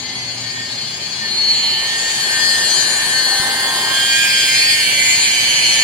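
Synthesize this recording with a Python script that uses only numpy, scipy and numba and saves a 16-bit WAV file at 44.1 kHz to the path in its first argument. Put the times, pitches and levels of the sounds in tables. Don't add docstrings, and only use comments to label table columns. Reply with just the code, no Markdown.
import sys
import numpy as np
from scipy import signal
from scipy.fft import rfft, irfft, next_fast_len
from scipy.io import wavfile
from scipy.ndimage import uniform_filter1d, map_coordinates
from numba import njit

SR = 44100
rng = np.random.default_rng(int(sys.argv[2]) if len(sys.argv) > 2 else 0)


def invert_db(level):
    return 10 ** (np.asarray(level, dtype=float) / 20)


def master(y):
    cut = np.clip(np.atleast_2d(y).T, -1, 1)
    pcm = np.round(cut * 32767)
    wavfile.write(sys.argv[1], SR, pcm.astype(np.int16))


N = 257347

T = np.arange(N) / SR
SLOW = np.arange(N // 256 + 2) * 256 / SR
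FAST = next_fast_len(N)
HZ = np.fft.rfftfreq(FAST, 1 / SR)

SHAFT_HZ = 259
FIELD_HZ = 120
SPINDLE_RATIO = 6 / 49
LOAD_DB_PER_HZ, LOADED_HZ = .45, 256
COMB_DB = -3
GARAGE_DB = -39.5

# [t/s, f/Hz]
SPEED = [(0.0, 257.4), (0.31, 256.2), (0.49, 261.7), (1.12, 261), (1.36, 255.8), (1.67, 254.6),
         (1.97, 261.2), (2.71, 257.9), (2.86, 254.3), (3.64, 260.8), (3.77, 263.1), (4.22, 268.6),
         (4.5, 262.3), (4.66, 264.9), (4.88, 257), (5.22, 257.5), (5.7, 252.1), (5.84, 255.5)]
# [t/s, tool in sight, phone above bonnet, pad on crease, gear head close,
# backing away; all 0-1]
MOVES = [(0, 0.11, 0, 0.046, 0, 0.1), (1.15, 0.31, 0.13, 0, 0.044, 0), (1.4, .7, 0.077, 0.046, 0.047, 0),
         (1.67, 1, 0.005, 0.17, 0.15, 0.2), (1.95, 0.93, 0.39, 0.11, 0.065, 0),
         (2.5, .99, 0.91, 0.23, 0.075, 0), (2.9, 0.93, 1, 0.3, 0.12, 0.11),
         (3.3, 0.71, 0.94, 0.86, 0.24, 0), (3.9, 1, 0.68, 0.97, 0.17, 0.27), (4.17, 0.77, 1, 0.31, 1, 0.4),
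         (4.7, 1, 0.96, 0.062, 1, 0.08), (5.3, .99, 0.85, 0.1, 0.87, 0.2),
         (5.84, 0.97, 0.96, 0.24, 0.92, 1)]
# [start t/s, end t/s]
RISE_S = [1.25, 1.64]

LEAD_ORDERS = [6, 7, 8, 9, 12, 16, 17, 19, 28, 36]
LEAD_DB = [-10, -1.5, -10, -25, -0.5, -2.5, 4.5, -4.5, 2.5, 2.5]
# [order, level/dB re rush around them]
WEAK_LINES = [(11, -4), (13, 1), (14, -6), (15, -7), (18, -1), (20, -8), (22, -9), (23, -13), (24, 2),
              (25, -3), (26, 3), (27, -5), (29, -12), (30, -5), (31, -3), (32, -2), (33, -6), (35, -8),
              (37, -10), (38, -10), (39, -10), (40, -5), (41, -15), (42, -3), (45, -11), (46, -9),
              (48, -14)]
# [order, lower level/dB, upper level/dB re line]
FIELD_SPLIT = [(6, -18, -5), (12, -7, -10), (24, -8, -11), (36, -2.5, -2.5)]
# [t/s, length/s, level/dB]
GEAR_SWELLS = [
    [(2.36, 0.16, -29), (3.55, 0.91, -28), (4.0, 0.31, -21), (4.25, .35, -20.5), (4.55, 0.46, -30.5)],
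    [(.55, 0.23, -28), (1.23, .12, -26), (2.02, 0.59, -24), (2.43, 0.52, -19.5), (2.85, .35, -25.5),
     (3.22, 0.5, -21), (3.78, .2, -21.5), (4.16, 0.16, -27), (4.7, 0.61, -26), (5.27, 0.64, -28),
     (5.55, 0.14, -25), (5.83, 0.21, -20.5)],
    [(.12, 0.4, -31), (2.3, .25, -38), (3.2, 0.19, -32.5), (3.55, 0.49, -30.5), (3.9, .2, -33),
     (4.55, 0.33, -22.5), (4.86, 0.57, -25), (5.1, 0.24, -20.5)],
    [(4.22, 0.3, -19.5), (4.58, 0.36, -20.5), (5.0, 0.43, -18.5), (5.45, 0.49, -19.5), (5.8, .3, -23)],
]
# [t/s, length/s, level/dB]
MOTOR_SWELLS = [
    [(1.8, 0.42, -27.5), (2.5, 0.16, -32), (2.78, 0.11, -26.5), (4.2, 0.54, -16.5), (4.75, 0.93, -26.5),
     (5.6, 0.77, -19.5)],
    [(.83, 0.18, -24), (1.55, 0.69, -21), (2.7, 0.74, -23.5), (3.33, 0.33, -19), (3.95, 0.28, -24),
     (4.58, 0.18, -19.5), (5.28, 0.23, -23.5)],
    [(1.55, 0.44, -13), (2.6, .8, -20.5), (3.25, .3, -18), (3.61, .15, -22), (4.72, 0.29, -19),
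     (5.72, .3, -19)],
    [(2.5, 0.32, -20.5), (2.78, 0.24, -22.5), (3.2, 0.17, -27), (4.5, 0.68, -21.5), (5.5, 1, -24.5)],
    [(1.6, .3, -24), (2.08, 0.37, -25), (2.8, 0.99, -21), (4.2, 1, -26), (5.2, 0.42, -17)],
]
# [f/Hz, phase/rad]
PORT_LEAD = [(1030, -.1), (1810, -1.5), (2350, -1), (2700, -1.5), (3270, 1.3), (4220, 1.4), (4650, .9),
             (6200, 3), (7300, 2.4)]

EDGES_HZ = [200, 720, 1430, 1950, 2730, 3770, 5350, 7700, 14100, 20000]
HIDDEN_DB = [
    -44,
    -42,
    -41.5,
    -37.5,
    -40.5,
    -33.5,
    -41.5,
    -52.5,
    -58.5,
]
# [sight/dB, above/dB, crease/dB, close/dB, away/dB]
LOUDER_DB = [(2.85, 4.5, 4.5, -2, 1.5), (6.5, 1.93, 7, -4.5, 3.5), (4.5, 10, 4, -0.6, -7.5),
             (8.5, 0.05, -4.5, 10.5, 0.7), (8, 1.9, 0.7, 4, 0), (4.5, 1.8, -0.5, 1.5, -0.5),
             (0.6, 9, -2, 2.1, 4.5), (8.5, 11, 3.4, 2.5, -2.3), (14.5, -7, 15, 18, -12)]
HIDDEN_PAN_DB = [3.5, -0.5, 0.4, 8.5, 1.5, 6, 1]
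# [sight/dB, above/dB, crease/dB, close/dB, away/dB]
TURN_DB = [(-2, 1, -3.5, -5.5, 2), (-8, -0.5, 9.5, -1.5, 0), (-6, 8, -4.5, -6.5, -8),
           (-5.3, 5.5, -1, -5, -0.5), (1.5, 3.5, -1, -2.7, 4.5), (-2.2, -9, 6.5, 9.5, -1),
           (-7, 7, 11, 14, -16)]
# [t/s, length/s, gain/dB]
VENT_FLASHES = [(2.095, 0.36, 5.5), (2.744, 0.22, 3.5), (4.31, 0.37, -4), (5.18, .4, 1.5),
                (3.549, 0.45, -2.5), (4.848, 0.27, -3)]
# [start t/s, end t/s, multiple of spindle rate, level/dB]
PANEL_TONES = [(3.2, 3.68, 25, -33), (3.36, 3.8, 29, -34), (3.0, 3.5, 33, -39), (3.38, 4.02, 33, -32),
               (3.7, 3.92, 31.5, -33)]

# [f/Hz, density/dB per Hz]
AIR = [(250, -12), (850, -6), (1400, -16), (1560, -6), (1800, -4), (1950, -11), (2350, -4), (2700, -9),
       (3250, -7), (3750, -11), (4500, -9), (5500, -23), (6700, -14), (9400, -14), (11300, -28),
       (13200, -40), (15000, -27)]
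# [f/Hz, level/dB]
TEETH = [(400, -10.5), (1050, -3), (1400, -2.5), (1700, 2), (2050, 4), (2320, 9), (2650, -6), (3000, -18),
         (4500, -11), (6000, -10.5)]
# [f/Hz, likeness 0-1]
ALIKE = [(40, .76), (80, .85), (160, .94), (350, .94), (750, .87), (1300, .15), (3100, .05)]

# [f/Hz, density/dB per Hz]
GARAGE = [(12, -55), (20, -25), (37, -19), (118, 2.5), (192, -0.5), (248, 0.5), (290, -14.5), (375, -1.5),
          (600, -27), (780, -36), (1320, -120)]
# [start t/s, end t/s, f/Hz, level/dB]
DRONES = [(.12, .9, 119.5, -43), (.8, 1.4, 119.5, -49), (4.4, 5.84, 119.5, -48), (-.1, .8, 259.5, -46.5),
          (1.16, 1.55, 218, -44), (1.45, 1.85, 220, -51), (1.2, 4.0, 377, -50)]
# [t/s, f/Hz, peak level/dB]
BUMP = (3.4, 160, -19.5)


def polisher():
    jitter = 1 + 0.001113 * walk(30, count=1)[0]
    turns = np.cumsum(stretch(curves(SPEED)[0] * jitter)) / SR
    moves = curves(MOVES)
    rush_db = np.array(HIDDEN_DB)[:, None] + np.array(LOUDER_DB) @ moves
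    rush_db[6] += sum(db * bell(s, length) for s, length, db in VENT_FLASHES)
    turned_db = np.array(HIDDEN_PAN_DB)[:, None] + np.array(TURN_DB) @ moves
    pan_db = np.vstack([np.zeros((2, len(SLOW))), turned_db])
    lines = armature(turns, rush_db, pan_db)
    return lines + panel(turns) + rush(turns, rush_db, pan_db)


def armature(turns, rush_db, pan_db, lead_fade=.35, fade=.85, far_fade=.25, faint_db=-19):
    faint = [(k, faint_db + (43 - k) / 2 + 3 * rng.standard_normal()) for k in (43, 44, 47, 50, 51, 54)]
    leads = list(zip(LEAD_ORDERS, LEAD_DB))
    orders, over_db = np.transpose(leads + list(WEAK_LINES) + faint)
    part = np.searchsorted(EDGES_HZ, orders * SHAFT_HZ) - 1
    line_db = rush_db[part] + over_db[:, None]
    swells = list(GEAR_SWELLS) + list(MOTOR_SWELLS) + [[]]
    line_db[:len(leads)] = [swell(rest_db, events) for rest_db, events in zip(line_db, swells)]

    drifts = [walk(min(6 + 1.5 * k, 36), count=4).reshape(2, 2, -1) for k in orders]
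    real, imag = np.stack(drifts, axis=1)
    share = np.where(np.arange(len(orders)) < len(leads), lead_fade, fade)[:, None, None]
    share = share + far_fade * np.interp(SLOW, RISE_S, [1, 0])
    lead_rad = along(PORT_LEAD, orders * SHAFT_HZ)[:, None, None] * np.array([[.5], [-.5]])
    direct = np.exp(1j * (2 * np.pi * rng.random((len(orders), 1, 1)) + lead_rad))
    size = (direct + share * (real + 1j * imag)) * np.sqrt(2 / (1 + 2 * share ** 2))
    size = size * invert_db(line_db[:, None]) * ears(pan_db[part])

    split_orders, split_signs, split_sizes = field_split(orders, size)
    signs = np.append(0 * orders, split_signs)
    orders = np.append(orders, split_orders)
    size = np.concatenate([size, split_sizes])
    rock_depth = stretch(np.interp(SLOW, RISE_S, [.15, .05]))
    rock = 1 + rock_depth * np.cos(2 * np.pi * SPINDLE_RATIO * turns)
    return rock * sines(2 * np.pi * turns, 2 * np.pi * FIELD_HZ * T, orders, signs, size)


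def field_split(orders, size):
    load_db = LOAD_DB_PER_HZ * (LOADED_HZ - curves(SPEED)[0])
    split_orders, signs, sizes = [], [], []
    for k, lower_db, upper_db in FIELD_SPLIT:
        line = size[list(orders).index(k)]
        for sign, db in ((-1, lower_db), (1, upper_db)):
            split_orders.append(k)
            signs.append(sign)
            sizes.append(line * invert_db(db + load_db + 2.3 * walk(20, count=2)))
    return split_orders, signs, sizes


@njit
def sines(turns, field, orders, signs, size):
    out = np.zeros((2, len(turns)))
    for k in range(len(orders)):
        for i in range(len(turns)):
            j, f = i >> 8, (i & 255) / 256
            z = np.exp(1j * (orders[k] * turns[i] + signs[k] * field[i]))
            for ear in range(2):
                out[ear, i] += (z * (size[k, ear, j] * (1 - f) + size[k, ear, j + 1] * f)).real
    return out


def swell(rest_db, events):
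    power = invert_db(2 * rest_db)
    power = power + sum(invert_db(2 * db) * bell(s, length) for s, length, db in events)
    return 10 * np.log10(power)


def panel(turns):
    out = 0
    for start, end, k, db in PANEL_TONES:
        level = invert_db(db + 2 * stretch(walk(9, count=1)[0]))
        out = out + gate(start, end) * level * np.sin(2 * np.pi * k * SPINDLE_RATIO * turns)
    return out


def rush(turns, rush_db, pan_db):
    spectrum = rfft(bounce(invert_db(COMB_DB) * spindle(turns) + air(turns)), FAST)
    gains = invert_db(rush_db + 0.98 * walk(17.6, count=len(rush_db)))[:, None] * ears(pan_db)
    out = 0
    for low, high, gain in zip(EDGES_HZ, EDGES_HZ[1:], gains):
        above_low = np.tanh(30 * np.log(HZ / low + 1e-9))
        above_high = np.tanh(30 * np.log(HZ / high + 1e-9))
        band = irfft(spectrum * (above_low - above_high) / 2, FAST)[:, :N]
        out = out + unit(band) * np.array([stretch(g) for g in gain])
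    return out


def spindle(turns, wear_rate=1.22):
    hz = np.arange(1025) * SPINDLE_RATIO * SHAFT_HZ
    place = turns * SPINDLE_RATIO % 1 * 2048
    angle = 1.63 * stretch(walk(wear_rate, count=1)[0])
    out = 0
    for share in (np.cos(angle), np.sin(angle)):
        pattern = irfft(pair(along(TEETH, hz), hz) * (hz > 0))
        played = [map_coordinates(p, [place], order=1, mode="grid-wrap") for p in pattern]
        out = out + share * np.array(played)
    return unit(out)


def air(turns, throb=0.1):
    return noise(AIR) * (1 + throb * np.cos(2 * np.pi * turns))


def bounce(x, echoes=((.45, .6), (1.3, .55)), sway=.11):
    out = x.copy()
    treble = signal.sosfilt(signal.butter(2, 2600, "high", fs=SR, output="sos"), x)
    for ms, gain in echoes:
        lag = ms * SR / 1000 * np.exp(sway * walk(3.05, count=2))
        late = [map_coordinates(v, [np.arange(N) - stretch(d)], order=1) for v, d in zip(treble, lag)]
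        out += gain * np.array(late)
    return out


def garage():
    out = invert_db(GARAGE_DB) * noise(GARAGE)
    ear_rad = np.array([[.2], [-.2]])
    for start, end, hz, db in DRONES:
        level = invert_db(db + 5 + 1.2 * stretch(walk(8, count=1)[0]))
        out = out + gate(start, end) * level * np.sin(2 * np.pi * hz * T + ear_rad)
    s, hz, db = BUMP
    return out + invert_db(db) * np.exp(-((T - s) / .0025) ** 2) * np.cos(2 * np.pi * hz * (T - s))


def noise(shape):
    return unit(irfft(pair(along(shape, HZ), HZ), FAST)[:, :N])


def pair(shape_db, hz):
    mid, side = rng.standard_normal((2, len(hz))) + 1j * rng.standard_normal((2, len(hz)))
    likeness = along(ALIKE, hz)
    mid, side = mid * np.sqrt(1 + likeness), side * np.sqrt(1 - likeness)
    return np.array([mid + side, mid - side]) * invert_db(shape_db)


def ears(pan_db):
    ratio = invert_db(np.stack([-2 * pan_db, 2 * pan_db], axis=1))
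    return np.sqrt(2 / (1 + ratio))


def walk(rate, count):
    k = max(int(SR / 256 / rate), 1)
    w = uniform_filter1d(uniform_filter1d(rng.standard_normal((count, len(SLOW))), k), k)
    return w / w.std()


def bell(s, length):
    return np.exp(-2 * (2 * (SLOW - s) / length) ** 2)


def gate(start, end):
    return np.clip(np.minimum(T - start, end - T) / .08, 0, 1)


def curves(table):
    s, *columns = np.transpose(table)
    return np.array([np.interp(SLOW, s, c) for c in columns])


def stretch(slow):
    return np.interp(T, SLOW, slow)


def along(points, hz):
    at, value = np.transpose(points)
    return np.interp(np.log(hz + 1), np.log(at), value)


def unit(x):
    return x / np.sqrt(np.mean(x ** 2))


def scene():
    return polisher() + garage()


def band_limit(x):
    return signal.sosfilt(signal.butter(12, 15980, fs=SR, output="sos"), x)


def record(dry):
    rounded = np.tanh(0.56 * dry) / 0.63
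    top_cut = signal.ellip(10, .3, 45, 15800, fs=SR, output="sos")
    mix = signal.sosfilt(top_cut, rounded)
    return band_limit(mix)


dry = scene()
out = record(dry)
master(out)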